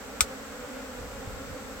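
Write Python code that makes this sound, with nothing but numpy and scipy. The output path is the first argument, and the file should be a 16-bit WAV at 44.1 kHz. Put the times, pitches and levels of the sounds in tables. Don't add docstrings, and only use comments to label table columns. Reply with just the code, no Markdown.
import sys
import numpy as np
from scipy import signal
from scipy.fft import rfft, irfft
from scipy.io import wavfile
from scipy.ndimage import map_coordinates

SR = 44100
rng = np.random.default_rng(int(sys.argv[2]) if len(sys.argv) > 2 else 0)


def put_to_file(sound):
    columns = np.atleast_2d(sound).T
    safe = np.clip(columns, -1, 1)
    whole_steps = np.round(safe * 32767)
    wavfile.write(sys.argv[1], SR, whole_steps.astype(np.int16))


N = 79380

# share of bees that beat slower (0-1), wingbeat in Hz.
WINGBEAT_SPREAD = [(0, 197.7), (.12, 221), (.35, 246.1), (.65, 264), (.9, 279.2), (1, 293.5)]
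# frequency in Hz, relative harmonic level in dB.
BUZZ_TONE = [(200, 1.5), (270, -3), (420, 0), (530, 0.5), (760, -8), (1050, -9), (1400, -5), (1750, -11),
             (2200, -14), (3000, -18), (5000, -25.5), (8000, -26.5)]
# closest moment in seconds, wingbeat in Hz, glide at that moment in Hz per
# second, level in dB, boost or cut of the fundamental in dB.
FLY_BYS = [(.31, 260.3, -20, -43, -7), (.44, 269.6, -40, -52, -5), (0.699, 283, -39.5, -47.5, -1),
           (.77, 238, -110, -47, -12), (0.841, 262.6, -90.5, -48.5, 9), (.98, 243, -69, -46, 0),
           (1.14, 278.5, 39.5, -48.5, -1), (1.40, 269.4, 30.5, -51.5, 11), (1.59, 271.4, -61, -48.5, -12),
           (1.75, 254.7, 61, -61, 13)]
# pitch in Hz, left and right relative levels in dB, t60 in seconds.
RING_MODES = [(1272, -0.5, -14, 0.049), (1457, -11.5, -9, 0.056), (2210, -7, -22, 0.022),
              (2360, 5, -4.5, 0.019), (3540, -17, 1, .02), (3720, -12, -1.5, 0.026), (4170, -11, -1, 0.021),
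              (5557, -4.5, -2.5, 0.043), (6200, -1.5, -7, 0.033), (7640, -1.5, -10, 0.071),
              (7840, -13, -2.5, 0.074), (7860, 2, -15, .045), (8224, -22, -3.5, .04),
              (10590, -24, -11, .025), (14100, -11, -19, .035)]
# frequency in Hz, relative level in dB.
CRACK_SPECTRUM = [(300, -35), (850, -28), (1250, -10), (2300, 2.5), (2850, -6), (3600, 2.5), (6000, 0),
                  (8000, 5.5), (9300, -8), (12000, -2.5), (15500, -16)]
# frequency in Hz, relative level in dB.
TAIL_SPECTRUM = [(300, -25), (850, -14), (1250, -3), (2300, -4.5), (2850, -6), (3700, -2.5), (6000, -3),
                 (7900, -0.5), (9300, -11), (12000, -9), (15500, -16)]
# start in seconds, pitch in Hz, level in dB, rise in seconds.
MIC_BUMPS = [(0.216, 63, -28.5, 0.0067), (1.009, 58.5, -35, 0.0056), (1.272, 88, -29, 0.0056),
             (1.337, 50.5, -40, 0.0093)]
# time in seconds, level before panning in dB.
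GUST_LEVELS = [(0, -53), (.4, -52.5), (.57, -55), (.64, -49), (.7, -54), (.95, -52.5), (1.02, -43),
               (1.07, -48), (1.255, -47.5), (1.32, -41), (1.37, -44), (1.46, -50), (1.535, -40),
               (1.58, -49.5), (1.75, -50.5), (1.8, -50)]
# frequency in Hz, relative level in dB.
RUMBLE_SPECTRUM = [(15, -29), (30, -5), (55, 2.5), (85, -2.5), (125, -9), (180, -8.5), (400, -44.5)]
# frequency in Hz, relative level in dB.
HISS_SPECTRUM = [(100, -4.5), (350, 7.5), (1000, 1.5), (2000, 2), (2800, -3.5), (4700, -3.5), (6800, -3),
                 (7600, 2), (8250, -1.5), (8900, -12), (11000, -12.5), (12500, -8), (16000, -10)]

BEE_COUNT, SWARM_DB = 90, -41.5
WANDER, WANDER_PER_S = .024, 7
FLUTTER, FLUTTER_PER_S = .004983, 35
DISTANCE_DB, SWOOP_DB, SWOOP_PER_S = 1.5, 3, 6.04
SIDE_LAG_S, PAN_DB = .00019, 3
YARD_T60_S, YARD_DB = .23, -9.5
PASS_S = .035
KNOCK_S, KNOCK_RISE_S, KNOCK_LAG_S, RING_DB = .2067, .00038, .00005, -15
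SNAP_DB, SNAP_T60_S = -5, .007
CRACK_DB, CRACK_T60_S = -15, .024
TAIL_DB, TAIL_T60_S = -22, .1
BREEZE_PAN_DB, BREEZE_SIDE_DB = -3, -10
HISS_DB, TOP_HZ = -47, 16000


def bee(t, wing_hz, bend_hz, fundamental_db=0, size=1024, harmonics=30):
    slow = np.linspace(0, t[-1], size)
    k = np.arange(harmonics) + 1
    tone = gain_at(k * wing_hz, BUZZ_TONE)
    tone = tone / np.linalg.norm(tone) * undb(fundamental_db * (k == 1))
    partials = tone * np.exp(2j * np.pi * rng.random(harmonics))
    stroke = size / np.sqrt(2) * irfft(np.append(0, partials), size)
    flutter = np.interp(t, slow, FLUTTER * walk(slow, FLUTTER_PER_S))
    phase = np.cumsum(wing_hz * (1 + flutter) + bend_hz) / SR
    side = np.interp(t, slow, np.tanh(walk(slow, 1)))
    channels = []
    for toward in (side / 2, -side / 2):
        place = (phase + toward * SIDE_LAG_S * wing_hz) % 1 * size
        buzz = np.interp(place, np.arange(size + 1), np.append(stroke, stroke[0]))
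        channels.append(buzz * undb(toward * PAN_DB))
    return np.array(channels)


def swarm(t):
    shares, hz = np.array(WINGBEAT_SPREAD).T
    slow = np.linspace(0, t[-1], 512)
    direct = 0
    for wing_hz in np.interp(np.linspace(0, 1, BEE_COUNT), shares, hz):
        steer_hz = np.interp(t, slow, wing_hz * WANDER * walk(slow, WANDER_PER_S))
        near_db = DISTANCE_DB * (2 * rng.random() - 1) + SWOOP_DB * walk(slow, SWOOP_PER_S)
        direct = direct + np.interp(t, slow, undb(near_db)) * bee(t, wing_hz, steer_hz)
    walls = rng.standard_normal((2, N)) * fade(t, YARD_T60_S)
    echo = unit(irfft(rfft(direct) * rfft(walls), N))
    return undb(SWARM_DB) * unit(unit(direct) + undb(YARD_DB) * echo)


def passing_bees(t):
    out = 0
    for when, wing_hz, glide, db, fundamental_db in FLY_BYS:
        along = (t - when) / PASS_S
        swell = undb(db) / (1 + along ** 2)
        bend_hz = glide * 2 * PASS_S * np.tanh(along / 2)
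        out = out + swell * bee(t, wing_hz, bend_hz, fundamental_db)
    return out


def knock(t):
    age = t - KNOCK_S - np.array([[0], [KNOCK_LAG_S]])
    ring = 0
    for hz, left_db, right_db, t60 in RING_MODES:
        ring = ring + undb([[left_db], [right_db]]) * np.sin(2 * np.pi * hz * age) * fade(age, t60)
    contact = noise(CRACK_SPECTRUM)[0]
    snap = undb(SNAP_DB) * np.interp(age, t, contact) * fade(age, SNAP_T60_S)
    crack = undb(CRACK_DB) * noise(CRACK_SPECTRUM) * fade(age, CRACK_T60_S)
    tail = undb(TAIL_DB) * noise(TAIL_SPECTRUM) * fade(age, TAIL_T60_S)
    attack = np.clip(age / KNOCK_RISE_S, 0, 1)
    return attack * (undb(RING_DB) * ring + snap + crack + tail)


def thumps(t):
    out = 0
    for start, hz, db, rise in MIC_BUMPS:
        age = np.maximum(t - start, 0)
        envelope = age / rise * np.exp(1 - age / rise)
        out = out + undb(db) * envelope * np.cos(2 * np.pi * hz * age)
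    return out


def breeze(t):
    mid, side = noise(RUMBLE_SPECTRUM)
    sign = np.array([[1], [-1]])
    rumble = mid + sign * undb(BREEZE_SIDE_DB) * side
    gusts = undb(np.interp(t, *np.array(GUST_LEVELS).T))
    return gusts * rumble * undb(sign * BREEZE_PAN_DB / 2)


def hiss():
    return undb(HISS_DB) * noise(HISS_SPECTRUM)


def undb(db):
    return 10 ** (np.asarray(db) / 20)


def unit(x):
    return x / np.sqrt(np.mean(x ** 2))


def gain_at(hz, points):
    f, db = np.array(points).T
    return undb(np.interp(np.log(np.maximum(hz, 1)), np.log(f), db))


def noise(points):
    white = rfft(rng.standard_normal((2, N)))
    return unit(irfft(white * gain_at(np.fft.rfftfreq(N, 1 / SR), points), N))


def walk(t, rate):
    knots = rng.standard_normal(size=256)
    return map_coordinates(knots, [t * rate + rng.random()], mode="mirror")


def fade(age, t60):
    return (age >= 0) * np.exp(-np.log(1000) * np.maximum(age, 0) / t60)


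def scene():
    t = np.arange(N) / SR
    return swarm(t) + passing_bees(t) + knock(t) + thumps(t) + breeze(t) + hiss()


def record(dry):
    lowpass = signal.ellip(10, .1, 80, TOP_HZ, fs=SR, output="sos")
    return signal.sosfilt(lowpass, np.clip(dry, -.85, .85))


dry = scene()
out = record(dry)
put_to_file(out)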